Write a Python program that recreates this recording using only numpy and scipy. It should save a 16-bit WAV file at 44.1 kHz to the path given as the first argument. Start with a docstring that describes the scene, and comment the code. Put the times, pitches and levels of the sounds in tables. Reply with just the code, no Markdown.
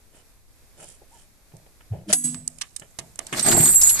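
"""One sledgehammer blow on a row of steel wedges in a boulder, heard in an open quarry.
The worker steps up and swings; wedge and rock ring, and the stone ticks and snaps as the crack runs,
mostly right of the microphone. Then it bursts apart: rubble pours down the gap and the freed wedges
jangle against each other. Light wind plays on the microphone, and a limiter ducks the blow."""
import sys
import numpy as np
from scipy import signal
from scipy.fft import rfft, irfft
from scipy.io import wavfile
from scipy.ndimage import uniform_filter1d, minimum_filter1d

SR = 44100
rng = np.random.default_rng(int(sys.argv[2]) if len(sys.argv) > 2 else 0)


def unload_audio(sound):
    """Save the sound as a 16-bit wav file, at the path given as the first command line argument."""
    columns = np.transpose(np.atleast_2d(sound))
    # keep every value between -1 and 1, then stretch to whole-number steps
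    steps = np.round(np.clip(columns, -1, 1) * 32767)
    wavfile.write(sys.argv[1], SR, steps.astype(np.int16))


N = 176400
T = np.arange(N) / SR
FREQ = np.maximum(np.fft.rfftfreq(N, 1 / SR), 1)
FLUTTER_PER_S = 70

# Five bands of rock, boot and cloth noise. Each row: low and high edge in Hz, share of the pan (0-1).
BANDS = [(93, 187, 0.04), (211, 840, 0.05), (1010, 3220, 0.12), (3040, 6050, 0.68), (7570, 9430, 0.88)]


def amp(db):
    """Decibels to gain."""
    return 10 ** (np.asarray(db) / 20)


def pan(db):
    """Left and right gains for a level difference; positive is left of the microphone."""
    return amp(np.array([[db], [-db]]) / 2)


def unit(x):
    """Scale to rms 1."""
    return x / np.sqrt(np.mean(x ** 2))


def walk(rate):
    """Smooth random wandering, `rate` turns a second, spread near 1."""
    return np.interp(T * rate, np.arange(N), rng.standard_normal(N))


def burst(start, rise, t60):
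    """Quick rise, then exponential decay; times in seconds."""
    age = np.maximum(T - start, 0)
    decay = np.exp(-np.minimum(np.log(1000) * np.maximum(age - rise, 0) / t60, 20))
    return np.minimum(age / rise, 1) * decay


def swell(peak_s, width_s):
    """A bell-shaped rise and fall."""
    return np.exp(-np.minimum(((T - peak_s) / width_s) ** 2, 20))


def tone(peak_s, hz, width_s, db):
    """A short swelling note."""
    return amp(db) * swell(peak_s, width_s) * np.sin(2 * np.pi * hz * (peak_s - T))


def colour(points):
    """Frequency response through (Hz, dB) points."""
    hz, db = np.array(points, float).T
    return amp(np.interp(np.log(FREQ), np.log(hz), db))


def noise(response, grain_db=0, grain_rate=900):
    """Coloured stereo noise at rms 1, optionally grainy; the bass is alike in both channels."""
    alike_hz, treble_likeness = 780, 0.054
    grain = amp(grain_db * np.clip(walk(grain_rate), -2, 2))
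    mid, side = rfft(rng.standard_normal((2, N)) * grain)
    likeness = treble_likeness + (.95 - treble_likeness) / (1 + (FREQ / alike_hz) ** 2)
    mid, side = mid * np.sqrt(1 + likeness), side * np.sqrt(1 - likeness)
    return unit(irfft(np.array([mid + side, mid - side]) * response, N))


def ripple(depth_db=4, spacing_hz=130):
    """The uneven response of stone with many close resonances."""
    return amp(depth_db * np.interp(FREQ / spacing_hz, np.arange(N), rng.standard_normal(N)))


def band_noises(grain_db, order=4.63):
    """One noise for each band, coloured by the stone."""
    skirts = [(1 + (low / FREQ) ** (2 * order)) * (1 + (FREQ / high) ** (4 * order))
              for low, high, _ in BANDS]
    return [noise(ripple() / np.sqrt(skirt), grain_db) for skirt in skirts]


def air():
    """Open-air hiss and wind fluttering on the microphone, with one late buffet from the right."""
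    # The quarry's steady air. Each row: frequency in Hz, relative level in dB.
    spectrum = [(24, -18), (40, -9.5), (712, -20), (1240, -23.5), (2510, -23), (2970, -30), (3690, -25),
                (13000, -24)]
    hiss = noise(colour(spectrum)) * amp(-57 + 1.8 * walk(6.84)) * pan(-0.92)
    lowpass = signal.butter(2, 55, fs=SR, output="sos")
    wind = unit(signal.sosfilt(lowpass, rng.standard_normal((2, N))))
    breeze = amp(-56 + 2 * walk(4.42))
    buffet = amp(-35.5) * burst(3.68, rise=0.13, t60=0.92) * pan(-7)
    return hiss + wind * (breeze + buffet)


def worker():
    """Scuffs, steps, the stamp of the leading foot and the hollow rush of the swing."""
    # Boots and clothes brushing. Each row: peak and half width in seconds, level in dB in each band.
    scuffs = [(0.173, 0.048, -67, -59, -61, -66, -58.5), (0.815, 0.033, -58, -49, -53, -60, -50),
              (0.891, 0.069, -65, -61.5, -62, -58, -50), (1.18, 0.072, -79, -65.5, -64, -64, -58)]
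    # The rush of the swing, one row laid out like a scuff.
    swing = (2.109, .016, -42, -37, -37, -35, -33)
    # Footfalls and dull knocks. Each row: start and t60 in seconds, dB in the lowest two or three bands.
    steps = [(1.015, 0.067, -55, -44.5, -78), (1.517, 0.059, -57, -57, -55.5), (1.535, 0.35, -46, -52),
             (1.661, 0.043, -70, -53, -58.5), (1.805, 0.07, -73, -61, -53),
             (1.921, 0.41, -33.5, -40.5, -57), (2.815, 0.16, -48, -46, -49)]
    # Hollow notes in the swing. Each row: peak in seconds, pitch in Hz, half width in seconds, dB.
    swing_notes = [(2.088, 315, .014, -33), (2.1, 205, .02, -29), (2.107, 620, .011, -28)]
    out = 0
    for k, band in enumerate(band_noises(grain_db=5)):
        brush = sum(amp(dbs[k]) * swell(peak, width) for peak, width, *dbs in scuffs + [swing])
        tread = sum(amp(dbs[k]) * burst(start, 0.0037, t60) for start, t60, *dbs in steps if k < len(dbs))
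        out += band * (brush + tread) * pan(-6.5 * BANDS[k][2])
    stamp = tone(peak_s=1.924, hz=110, width_s=.011, db=-19.5)
    return out + stamp + sum(tone(*note) for note in swing_notes)


def far_chirp(start_s=1.11, length_s=.075, end_hz=740, top_hz=970):
    """One faint chirp far from the microphone, rising and falling."""
    arch = np.sin(np.pi * np.clip((T - start_s) / length_s, 0, 1))
    hz = (end_hz + (top_hz - end_hz) * arch) * (1 + 0.036 * walk(330))
    return amp(-54) * np.sqrt(np.abs(arch)) * np.sin(2 * np.pi * np.cumsum(hz) / SR)


def cracks():
    """Each snap is a tight cluster of tiny fractures with a short, dull echo off the quarry."""
    # One faint tick before the blow, then the crack running. Each row: start and t60 in seconds,
    # level in dB in each band, pan in dB (each band takes its share).
    snaps = [(1.566, 0.011, -82, -70, -76, -52, -46.5, -12.5),
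             (2.343, 0.027, -39, -42.5, -40.5, -41, -32.5, -10),
             (2.476, 0.015, -67, -48, -47.5, -49, -21, -10.5),
             (2.584, 0.013, -83, -61, -53, -45, -40.5, -16), (2.611, 0.035, -71, -66, -28, -27.5, -27, -13),
             (2.617, .028, -76, -66, -33, -26, -32.5, -12.5),
             (2.7616, 0.026, -68, -69, -49.5, -37, -28.5, -16.5),
             (2.795, 0.048, -64, -54.5, -56, -54, -41.5, -12),
             (2.9867, 0.041, -40, -37, -33, -33, -28, -12.5), (3.156, 0.015, -73, -66, -54, -55, -37.5, -6),
             (3.189, 0.017, -51, -35.5, -30.5, -29.5, -27, -15.5),
             (3.2661, 0.019, -66, -65, -46, -35, -31, -9),
             (3.325, 0.15, -38, -30.5, -25.5, -51, -34.5, -16), (3.392, 0.1, -59, -45, -39, -27, -22, -12),
             (3.484, 0.045, -30, -21, -31, -26, -27, -7), (3.6, 0.072, -21.5, -35, -30, -53, -38, 14),
             (3.812, 0.12, -48.5, -48, -50, -28, -14, 2), (3.892, 0.048, -61, -58, -52, -20.5, -15.5, 1)]
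    # The quarry's answer, band by band. Each row: level in dB against the snap, t60 in seconds.
    quarry = [(-7, 0.54), (-12.5, 0.46), (-14, 0.12), (-36.5, 0.6), (-32, 1)]
    out = 0
    for k, band in enumerate(band_noises(grain_db=4.5)):
        echo_db, echo_t60 = quarry[k]
        power = 0
        for start, t60, *dbs, pan_db in snaps:
            direct = burst(start, 0.0028, t60)
            echo = amp(echo_db) * burst(start, 0.014, echo_t60)
            gain = amp(dbs[k]) * pan(pan_db * BANDS[k][2])
            power += gain ** 2 * (direct ** 2 + echo ** 2)
        out += band * np.sqrt(power)
    return out


def hammer():
    """Steel meets steel twice in quick succession; wedge and boulder ring on with a flutter."""
    # Contact and rebound. Each row: start and t60 in seconds, level in dB in each band.
    blows = [(2.1277, .024, -13, -3, 1, 5, 15), (2.1328, .05, -17, -7, -2, 2, 13)]
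    # Modes of wedge and boulder. Each row: pitch in Hz, level in dB, t60 in seconds, pan in dB.
    modes = [(156, -24, .7, 0), (248, -18, .62, 0), (296, -20, .36, 0), (714, -17, .14, 0),
             (765, -2, .06, 0), (6630, -9, .29, -3), (7974, -2, .39, -9), (10420, 8, .24, -3),
             (10490, 5, .18, 3)]
    contact_s, _, *contact_dbs = blows[0]
    echo = amp(-33) * burst(contact_s, rise=0.0028, t60=0.43)
    out = 0
    for k, band in enumerate(band_noises(grain_db=2.5)):
        impact = sum(amp(dbs[k]) * burst(start, 0.00025, t60) for start, t60, *dbs in blows)
        out += band * (impact + amp(contact_dbs[k]) * echo)
    for hz, db, t60, pan_db in modes:
        lag_cycles = np.array([[0], [hz / 30000]])  # the right channel hears it slightly later
        ring = amp(db + 2.6 * walk(FLUTTER_PER_S)) * burst(contact_s, 0.0022, t60)
        out += ring * pan(pan_db) * np.sin(2 * np.pi * (hz * (T - contact_s) - lag_cycles))
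    return out


def stones(count=1800, low_hz=670, high_hz=5940, t60=.006):
    """Fragments clack together, each with its own pitch, size and place."""
    out, age = np.zeros((2, N)), T[:SR // 100]
    decay = np.exp(-np.log(1000) * age / t60)
    for when, pitch, size, side, turn in rng.random((count, 5)):
        at = int(when * (N - len(age)))
        hz = low_hz * (high_hz / low_hz) ** pitch
        clack = np.sin(2 * np.pi * hz * age + np.array([[0], [turn * 2]])) * decay
        gain = amp(9 * min(-np.log(size), 2))  # many small, a few large
        out[:, at:at + len(age)] += clack * gain * pan(10 * (side - .5))
    return unit(out)


def parting():
    """The halves grind and roll apart with a hollow rumble, left of centre; grit pours down in spurts."""
    # The course of the split. Each row: time in seconds, gain of the rumble and of the grit in dB.
    course = [(3.2, -75, -55), (3.313, -62.5, -49), (3.328, -39, -41), (3.375, -38, -26),
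              (3.438, -45.5, -34), (3.461, -29, -23.5), (3.495, -26.5, -23.5), (3.57, -25.5, -30),
              (3.707, -40, -31), (3.744, -52, -39), (3.889, -65, -30), (3.929, -55, -41), (4.0, -53, -25.5)]
    # Rolling rock. Each row: frequency in Hz, relative level in dB.
    rumble_spectrum = [(30, -9), (80, -18), (115, -2.5), (200, -2), (380, -4), (520, -13.5), (790, -6),
                       (1100, -20), (2300, -21), (5000, -49)]
    # Hollow notes of the halves. Each row: pitch and half width in Hz, dB against the rolling rock.
    slab_notes = [(231, 10, -4), (347, 16, -4)]
    # Crumbling grit. Each row: frequency in Hz, relative level in dB.
    grit_spectrum = [(200, -11), (800, -10.5), (2200, -4.5), (3100, -11), (4200, -3), (6200, -7),
                     (8500, -1), (9600, -14.5), (12500, -10)]
    times, rumble_db, grit_db = np.array(course).T
    rumble = noise(colour(rumble_spectrum), grain_db=5.5, grain_rate=250)
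    for hz, width, db in slab_notes:
        rumble += amp(db) * noise(1 / (1 + ((FREQ - hz) / width) ** 2))
    grit = noise(colour(grit_spectrum) * np.sqrt(ripple())) + amp(-8) * stones()
    spurts_db = 3 * walk(FLUTTER_PER_S)
    rumble *= amp(np.interp(T, times, rumble_db, left=-120))
    grit *= amp(np.interp(T, times, grit_db, left=-120) + spurts_db)
    return rumble * pan(6.5) + grit


def wedges():
    """Freed wedges tumble: each clink favours the modes near its pitch; a light rattle stirs them all."""
    # Modes of the loose steel. Each row: pitch in Hz, relative level in dB, t60 in seconds, pan in dB.
    modes = [(6562, -17, .2, 0), (6845, -5, .16, -6), (6990, -1, .13, -2), (7232, -4, .16, -2),
             (7483, -6, .17, -7), (7597, 1, .2, -9), (7734, -5, .16, -5), (7919, -4, .2, -5),
             (8166, -7, .2, -10), (8337, -1, .22, -7), (10830, -13, .12, 6), (11105, -1, .18, 12),
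             (11260, -5, .12, 6), (11929, -5, .2, 8), (12295, -8, .2, 6)]
    # The clearest collisions. Each row: start in seconds, level in dB, favoured pitch in Hz.
    clinks = [(3.425, -16, 8380), (3.46, -15, 8160), (3.482, -13, 7020), (3.519, -16, 7830),
              (3.578, -14, 8370), (3.634, -10, 8350), (3.652, -10, 7090), (3.686, -11, 8370),
              (3.742, -13, 11080), (3.757, -7, 7610), (3.8125, -12, 7400), (3.832, -5, 6950),
              (3.868, -11, 7660), (3.894, -12.5, 11200), (3.939, -21, 6550), (3.99, -14, 7110)]
    favour_width_hz, spill_db, waver_hz = 120, -15, 20
    rattle_per_s, rattle_db = 70, -27
    clink_s, clink_db, clink_hz = np.array(clinks).T
    rattle_s = np.arange(3.48, 3.94, 1 / rattle_per_s)
    rattle_s += rng.random(len(rattle_s)) / rattle_per_s
    at = np.minimum((np.r_[clink_s, rattle_s] * SR).astype(int), N - 1)
    out = 0
    for hz, mode_db, t60, pan_db in modes:
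        favour = np.exp(-((hz - clink_hz) / favour_width_hz) ** 2) + amp(mode_db + spill_db)
        rattle = amp(rattle_db + mode_db) * rng.exponential(size=len(rattle_s))
        strength = np.r_[amp(clink_db) * favour, rattle]
        hits = np.zeros((2, N), complex)  # each hit has a random phase in each channel
        hits[:, at] = strength * np.exp(2j * np.pi * rng.random((len(at), 2)).T)
        decay = burst(0, rise=.004, t60=t60)[None, :SR // 5]
        ring = signal.oaconvolve(hits, decay, axes=1)[:, :N]
        phase = 2 * np.pi * np.cumsum(hz + waver_hz * walk(FLUTTER_PER_S)) / SR
        out += pan(pan_db) * (ring * np.exp(1j * phase)).real
    return out


def scene():
    """The quarry as it reaches the microphone."""
    background = air() + far_chirp()
    return background + worker() + hammer() + cracks() + parting() + wedges()


def record(dry):
    """A limiter ducks at each new peak over full scale, creeps back, then lets go; the top is cut."""
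    block_s, hold_s, recover_s, creep_db_per_s, top_hz = .0015, .108, .005, 75, 12900
    block = int(block_s * SR)
    peaks = np.maximum.reduceat(np.abs(dry).max(axis=0), np.arange(0, N, block))
    gain, wait, gains = 1, 0, []
    for allowed in np.minimum(1, 1 / peaks):
        if allowed < gain:
            gain, wait = allowed, hold_s
        elif wait > 0:
            gain = min(allowed, gain * amp(creep_db_per_s * block_s))
            wait -= block_s
        else:
            gain += (allowed - gain) * block_s / recover_s
        gains.append(gain)
    look_ahead = minimum_filter1d(np.repeat(gains, block)[:N], block)
    ducked = dry * uniform_filter1d(look_ahead, block)
    return signal.sosfilt(signal.ellip(8, .2, 70, top_hz, fs=SR, output="sos"), ducked)


dry = scene()
out = record(dry)
unload_audio(out)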